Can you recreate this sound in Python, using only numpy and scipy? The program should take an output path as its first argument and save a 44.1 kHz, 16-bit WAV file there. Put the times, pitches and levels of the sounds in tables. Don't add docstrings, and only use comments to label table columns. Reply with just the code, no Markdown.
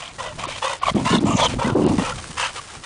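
import sys
import numpy as np
from scipy import signal
from scipy.fft import rfft, irfft
from scipy.io import wavfile
from scipy.ndimage import uniform_filter1d

SR = 44100
rng = np.random.default_rng(int(sys.argv[2]) if len(sys.argv) > 2 else 0)


def unload_audio(sound):
    columns = np.transpose(np.atleast_2d(sound))
    steps = np.round(np.clip(columns, -1, 1) * 32767)
    wavfile.write(sys.argv[1], SR, steps.astype(np.int16))


def boost_factor(decibels):
    exponent = np.asarray(decibels, float) / 20
    return 10 ** exponent


N = 125685


def evened(x):
    return x / np.sqrt(np.mean(x ** 2) + 1e-20)


def add(mix, s, sound):
    at = round(s * SR)
    part = mix[max(at, 0):][:len(sound) + min(at, 0)]
    part += sound[max(-at, 0):][:len(part)]


def coloured(size, points):
    f, db = np.transpose(points)
    hz = np.fft.rfftfreq(size, 1 / SR) + 1
    gain = boost_factor(np.interp(np.log(hz), np.log(f), db, -80, -80))
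    return evened(irfft(rfft(rng.standard_normal(size)) * gain, size))


def slow(size, top_hz):
    hz = np.fft.rfftfreq(size, 1 / SR)
    gain = (hz > 0) / (1 + (hz / top_hz) ** 4)
    return evened(irfft(rfft(rng.standard_normal(size)) * gain, size))


def resonate(x, hz, width):
    turn = np.exp(2j * np.pi * np.cumsum(hz) / SR)
    r = np.exp(-np.pi * width * 1.5 / SR)
    return 2 * (turn * signal.lfilter([(1 - r) ** 2], [1, -2 * r, r * r], x / turn)).real


def swell(t, length, rise_s, fall_s):
    return np.sin(np.pi / 2 * np.clip(np.minimum(t / rise_s, (length - t) / fall_s), 0, 1)) ** 2


def swing(s, db, hz, half_s, phase):
    t = np.arange(-.02, .02, 1 / SR)
    return s - .02, boost_factor(db) * np.exp(-(t / half_s) ** 2) * np.cos(2 * np.pi * hz * t + phase)


# start_s, length_s, effort_db, tract_pitch_factor, mouth_brightness_db
BREATHS_OUT = [
    (0.178, 0.19, -30.5, 0.98, 0),
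    (0.611, 0.19, -25, 0.96, 1.5),
    (1.578, 0.19, -22.5, 0.96, -5),
    (2.828, 0.09, -32, 1, 4.5),
]
# start_s, length_s, effort_db, tract_pitch_factor, mouth_brightness_db
FORCED_BREATHS = [
    (1.044, 0.15, -21, 0.99, -1.5),
    (1.972, 0.17, -27.5, .94, 0),
    (2.365, 0.13, -27, 0.99, 7.5),
]
# start_s, length_s, effort_db, tract_pitch_factor, mouth_brightness_db
GASPS = [
    (1.365, 0.12, -22, 0.992, -2),
    (.848, 0.072, -27.5, 1.094, 1.5),
]
# start_s, length_s, effort_db, tract_pitch_factor, mouth_brightness_db
BREATHS_IN = [(-.02, 0.16, -37.5, 1.09, 8.5), (0.371, 0.14, -28.5, 1.08, 2),
              (0.469, 0.14, -35.5, 0.97, 10.5), (0.807, 0.069, -24, 1.2, -0.5),
              (0.94, 0.1, -24, 0.94, -6.5), (1.242, 0.17, -23, 1, -6.5), (1.476, 0.09, -33, 0.89, 6.5),
              (1.756, 0.088, -22.5, 0.88, -17), (1.849, 0.099, -22.5, 0.93, -15),
              (2.169, 0.045, -28, 1.17, 3.5), (2.24, 0.053, -41, 0.66, 1), (2.464, 0.063, -31.5, 1.2, 6),
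              (2.545, 0.064, -30.5, 1.33, 7.5), (2.674, 0.13, -38.5, 1.34, 1.5)]
# band_hz, width_hz, level_db
OUT_TRACT = [(564, 93, -2.5), (1026, 196, -2), (1445, 118, -7), (1945, 67, -5), (2454, 39, -8.5),
             (2943, 440, -13), (3593, 46, -9), (4370, 50, -57), (6320, 160, -21.5)]
# band_hz, width_hz, level_db
NEAR_TRACT = [(650, 103, -5.5), (1027, 120, 0), (1372, 93, -6), (1693, 91, -8), (2107, 110, -9.5),
              (2794, 180, -8), (3620, 39, -7), (4110, 200, -14.5), (6470, 170, -23)]
# band_hz, width_hz, level_db
AWAY_TRACT = [(530, 85, -10), (990, 210, 0.5), (1300, 120, -1), (1650, 220, -10), (2070, 200, -12.5),
              (2700, 340, -10), (3110, 170, -10), (4800, 300, -24), (6270, 280, -21)]
# band_hz, width_hz, level_db
IN_TRACT = [(615, 143, 6.5), (974, 170, 5), (1233, 56, 2.5), (1780, 120, -12), (2320, 400, -3.5),
            (3110, 296, -5), (3760, 470, -11), (4870, 300, -18.5), (6050, 140, -14), (7000, 150, -16)]
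# band_hz, width_hz, level_db
GASP_PINCH = (3270, 520, 0)


def panting():
    out = np.zeros(N)
    for s, *row in BREATHS_OUT:
        add(out, s, breath(*row, OUT_TRACT, rise_s=0.019, fall_s=0.12, sag_db=1.5))
    for (s, *row), tract in zip(FORCED_BREATHS, (NEAR_TRACT, OUT_TRACT, AWAY_TRACT)):
        add(out, s, breath(*row, tract, rise_s=0.013, fall_s=0.039, sag_db=1.5))
    for s, *row in GASPS:
        add(out, s, breath(*row, [*IN_TRACT, GASP_PINCH], rise_s=0.015, fall_s=0.034, sag_db=6.8))
    for s, *row in BREATHS_IN:
        add(out, s, breath(*row, IN_TRACT, rise_s=0.028, fall_s=0.03, sag_db=-7))
    return out


# frequency_hz, level_db (per Hz)
TEETH_HISS = [(290, -59), (500, -1), (696, -22), (922, 0.5), (1750, -5.5), (3050, -7), (9480, -14),
              (10500, -25.5), (13600, -50)]
HISS_DB, MOUTH_HZ = -6.5, 1600
FLUTTER_HZ, FLUTTER_DB, OWN_FLUTTER_DB = 73, 1.5, 1.7
SPITTLE_PER_S, SPITTLE_DB = 150, 19


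def breath(length, effort_db, factor, bright_db, tract, rise_s, fall_s, sag_db):
    size = 10000
    t = np.arange(size) / SR
    spittle = rng.random(size) < SPITTLE_PER_S / SR
    air = rng.standard_normal(size) * (1 + boost_factor(SPITTLE_DB) * spittle)
    wander = 1 + 0.025 * slow(size, 14.5)
    throat, mouth = np.zeros(size), np.zeros(size)
    for k, (hz, width, db) in enumerate(tract):
        in_mouth = hz > MOUTH_HZ
        pitch = hz * wander * (1 if in_mouth else factor)
        flutter = boost_factor(db + OWN_FLUTTER_DB * slow(size, 30))
        ring = (-1) ** k * flutter * resonate(air, pitch, width)
        if in_mouth:
            mouth += ring
        else:
            throat += ring
    hiss = boost_factor(HISS_DB + 3.35 * slow(size, 86)) * coloured(size, TEETH_HISS)
    voiced = (throat + boost_factor(bright_db) * mouth) / np.std(throat)
    sound = voiced * boost_factor(FLUTTER_DB * slow(size, FLUTTER_HZ)) + boost_factor(bright_db) * hiss
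    return sound * swell(t, length, rise_s, fall_s) * boost_factor(effort_db + sag_db * t / length)


# start_s, length_s, level_db, first_hz, last_hz
AIR_JETS = [(.19, .14, -37, 702, 576), (1.99, 0.15, -36.5, 1335, 1386), (.545, 0.041, -35.5, 3100, 3400),
            (0.854, 0.061, -31, 2210, 2080), (0.962, 0.043, -39, 3000, 3450),
            (1.114, 0.057, -30, 3630, 3620), (1.175, .02, -30, 3600, 3600),
            (1.276, 0.14, -36.5, 2850, 2780), (1.288, 0.097, -38, 2390, 2350),
            (1.405, 0.078, -23, 3470, 3040), (1.395, 0.084, -30, 950, 910), (1.6, .11, -33, 1510, 1490),
            (1.799, 0.118, -41.5, 2950, 2700), (2.033, 0.09, -37, 2250, 3200),
            (1.3, 0.074, -29, 1150, 1200), (2.555, 0.053, -33, 1240, 1150),
            (2.555, 0.053, -41, 2750, 2940), (2.787, 0.024, -47, 4300, 4300)]
JET_Q, JET_EDGE_S, JET_LUMPS_DB = 16, .012, 3


def jets():
    out, size = np.zeros(N), 8000
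    t = np.arange(size) / SR
    for s, length, db, first_hz, last_hz in AIR_JETS:
        hz = first_hz + (last_hz - first_hz) * np.minimum(t / length, 1)
        edge_s = min(JET_EDGE_S, length / 2)
        whistle = evened(resonate(rng.standard_normal(size), hz, first_hz / JET_Q))
        lumps = boost_factor(db + JET_LUMPS_DB * slow(size, 60))
        add(out, s, lumps * swell(t, length, edge_s, edge_s) * whistle)
    return out


# time_s, level_db, pitch_hz
NOSTRIL = [
    (1.25, -61, 7230),
    (1.269, -36.5, 7340),
    (1.421, -34.5, 6070),
    (1.46, -27.5, 6200),
    (1.48, -66, 6000),
]


def nostril_hiss():
    t = np.arange(N) / SR
    s, db, hz = np.transpose(NOSTRIL)
    air = rng.standard_normal(N)
    broken_db = 4.0 * evened(uniform_filter1d(air, size=250))
    return evened(resonate(air, np.interp(t, s, hz), 880)) * boost_factor(np.interp(t, s, db) + broken_db)


# centre_s, peak_db, pitch_hz, length_s
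PALATE_SNAPS = [(.024, -24, 2780, .001), (.058, -25, 3100, .001), (0.079, -23, 3200, 0.0012),
                (.44, -17, 1140, 0.0046), (0.627, -11.5, 1040, 0.0016), (0.654, -13, 1053, 0.0043),
                (0.674, -16, 1110, 0.0052), (0.870, -12, 1130, 0.0031), (0.883, -9.5, 1140, 0.0026),
                (0.885, -5.5, 756, 0.0012), (2.243, -21, 1296, 0.00095), (.423, -25, 674, 0.0017),
                (.455, -19, 1060, 0.0028), (.473, -27, 330, 0.0034), (.49, -21.5, 584, 0.0035),
                (.858, -16.5, 2400, 0.0016), (1.399, -5, 900, 0.00058), (1.412, -14.5, 3420, .002),
                (1.429, -8, 900, 0.0017), (1.465, -11.5, 3530, 0.0011), (2.596, -25, 1150, 0.0041)]
# centre_s, peak_db, pitch_hz, length_s
LOUD_CATCH = (.836, -6.5, 1080, .0028)


def palate_catches():
    out = np.zeros(N)
    for s, db, hz, half_s in [*PALATE_SNAPS, LOUD_CATCH]:
        add(out, *swing(s, db, hz, half_s, 0))
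        add(out, *swing(s, db - 14.5, 2.64 * hz, half_s / 2, 0))
    return out


# start_s, level_db
TONGUE = [
    (1.865, -12.5),
    (3.9, -22),
    (1.1, -22),
]


def tongue_clicks():
    out, t = np.zeros(N), np.arange(200) / SR
    for s, db in TONGUE:
        add(out, s, boost_factor(db) * rng.standard_normal(200) * np.exp(-t / 0.00035))
    return out


# start_s, length_s, level_db, eddy_pitch_hz
PORT_GUSTS = [(0.327, 0.14, -38, 132), (0.908, 0.016, -24, 180), (0.943, 0.032, -13, 242),
              (0.976, 0.029, -20.5, 222), (1.008, 0.04, -22.5, 214), (1.051, 0.023, -21, 188),
              (1.099, 0.027, -16, 184), (1.126, 0.0423, -12.5, 272), (1.167, 0.033, -17, 239),
              (1.205, 0.032, -18.5, 242), (1.235, 0.042, -13.5, 215), (1.271, 0.08, -19.5, 229),
              (1.335, 0.028, -15, 187), (1.381, 0.13, -31, 155), (1.502, 0.077, -25.5, 204),
              (1.641, 0.053, -18.5, 242), (1.696, 0.021, -24, 250), (1.718, 0.019, -16.5, 185),
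              (1.745, 0.04, -14, 347), (1.783, 0.053, -15, 348), (1.835, 0.05, -13, 320),
              (1.883, 0.053, -17, 209), (1.931, 0.046, -18.5, 262), (1.978, 0.029, -15.5, 200),
              (2.007, 0.029, -23.5, 217), (2.13, 0.053, -31.5, 129), (2.29, 0.03, -35, 161)]
# centre_s, peak_db, pitch_hz, length_s
DIAPHRAGM_JOLTS = [(.953, -7, 173, 0.0027), (.977, -13.5, 249, 0.0036), (1.246, -3.5, 243, 0.0033),
                   (1.267, -10.5, 200, 0.00253), (1.296, -5, 233, 0.0015), (1.346, -13.5, 160, 0.0028),
                   (1.3535, -3.5, 174, 0.0034), (1.54, -10, 330, .001), (1.672, -6, 332, .001),
                   (1.7, -8, 330, 0.00088), (1.799, -5, 298, .0015), (1.913, -6, 232, 0.0018)]
SUCTION, JOLT_HUSH_S, PORT_LOW_HZ, PORT_HIGH_HZ = 1, 0.0038, 89.6, 1400


def buffet():
    out, t = np.zeros(N), np.arange(N) / SR
    for s, *row in PORT_GUSTS:
        add(out, s, gust(*row))
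    leak = signal.butter(N=4, Wn=PORT_LOW_HZ, btype="high", fs=SR)
    out = signal.lfilter(*leak, out - SUCTION * out ** 2)
    for s, *_ in DIAPHRAGM_JOLTS:
        out = out * (1 - np.exp(-((t - s) / JOLT_HUSH_S) ** 2))
    for row in DIAPHRAGM_JOLTS:
        add(out, *swing(*row, np.pi))
    port = signal.butter(N=2, Wn=[PORT_LOW_HZ / 2, PORT_HIGH_HZ], btype="band", fs=SR, output="sos")
    return signal.sosfiltfilt(port, out)


GUST_EDGE_S, EDDY_Q, EDDY_DRIFT, EDDY_LUMPS_DB, SWIRL_DB = 0.0069, 2.3, 0.11, 2.5, -14


def gust(length, db, hz):
    size = 10000
    t, air = np.arange(size) / SR, rng.standard_normal(size)
    pitch = hz * (1 + EDDY_DRIFT * slow(size, 19.6))
    eddies = resonate(air, pitch, hz / EDDY_Q)
    power = abs(uniform_filter1d(eddies ** 2, size=500))
    eddies = eddies / np.sqrt(power + 0.12 * np.var(eddies))
    swirls = evened(resonate(air, 2.5 * pitch, 333))
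    lumps = boost_factor(EDDY_LUMPS_DB * slow(size, 42) - 3 * t / length)
    sound = swell(t, length, GUST_EDGE_S, GUST_EDGE_S) * lumps * (eddies + boost_factor(SWIRL_DB) * swirls)
    return boost_factor(db) * evened(sound[t < length])


# time_s, level_db
GRASS_NEARNESS = [(0.0, -87), (0.15, -43.5), (0.25, -49), (0.58, -42.5), (0.68, -42.5), (0.82, -45.5),
                  (1.13, -38), (1.25, -42.5), (1.31, -41.5), (1.4, -61), (1.49, -35), (1.63, -54.5),
                  (1.88, -38), (2.09, -38.5), (2.5, -41.5), (2.7, -41.5), (2.85, -46.5)]
# frequency_hz, level_db (per Hz)
GRASS_COLOUR = [(180, -46), (300, -2), (972, -3), (1110, -0.5), (1680, -4.5), (2710, -6), (9180, -9),
                (10000, -9.5), (10500, -69), (13600, -73), (22000, -120)]


def grass():
    t = np.arange(N) / SR
    level_db = 3.5 + np.interp(t, *np.transpose(GRASS_NEARNESS))
    crackle_db = 1.0 * slow(N, 32) + 2.36 * slow(N, 200)
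    return coloured(N, GRASS_COLOUR) * boost_factor(level_db + crackle_db)


# time_s, level_db
WIND_STRENGTH = [(0.0, -46.5), (0.41, -39), (0.81, -51), (0.86, -35.5), (1.2, -40.5), (1.59, -26),
                 (1.63, -37), (1.71, -35.5), (1.92, -30.5), (2.68, -51), (2.81, -38), (2.85, -61)]
# frequency_hz, level_db (per Hz)
WIND_COLOUR = [(12, -24.5), (20, -6.5), (113, -2), (211, -11.5), (248, -10.5), (400, -20.5), (520, -34),
               (880, -120)]


def wind():
    t = np.arange(N) / SR
    level_db = 1.5 + np.interp(t, *np.transpose(WIND_STRENGTH))
    return coloured(N, WIND_COLOUR) * boost_factor(level_db + 0.49 * slow(N, 6.4))


def scene():
    dog = panting() + jets() + nostril_hiss() + palate_catches() + tongue_clicks()
    return (dog + buffet() + grass() + wind())[None]


def roll_off(x):
    return signal.sosfilt(signal.butter(12, 11320, fs=SR, output="sos"), x)


# start_s, length_s
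TREBLE_DROPOUTS = [(0.458, 0.02), (0.793, 0.029), (0.937, 0.012), (1.19, 0.015), (1.237, 0.01),
                   (1.747, 0.0095), (1.844, 0.018), (1.867, 0.017)]
DROPOUT_HZ, DROPOUT_SHARE, EDGE_HZ = 5130, 0.91, 10150


def record(dry):
    t = np.arange(N) / SR
    soft = 0.88 * np.tanh(dry / 1.122)
    dropped = sum(1. * (t > s) * (t < s + length) for s, length in TREBLE_DROPOUTS)
    dropped = np.minimum(uniform_filter1d(dropped, size=150), 1)
    high = signal.butter(N=6, Wn=DROPOUT_HZ, btype="high", fs=SR, output="sos")
    thinned = soft - DROPOUT_SHARE * dropped * signal.sosfiltfilt(high, soft)
    edge = signal.firwin(511, EDGE_HZ, window=("kaiser", 9), fs=SR)
    return roll_off(signal.oaconvolve(thinned, edge[None], "same"))


dry = scene()
out = record(dry)
unload_audio(out)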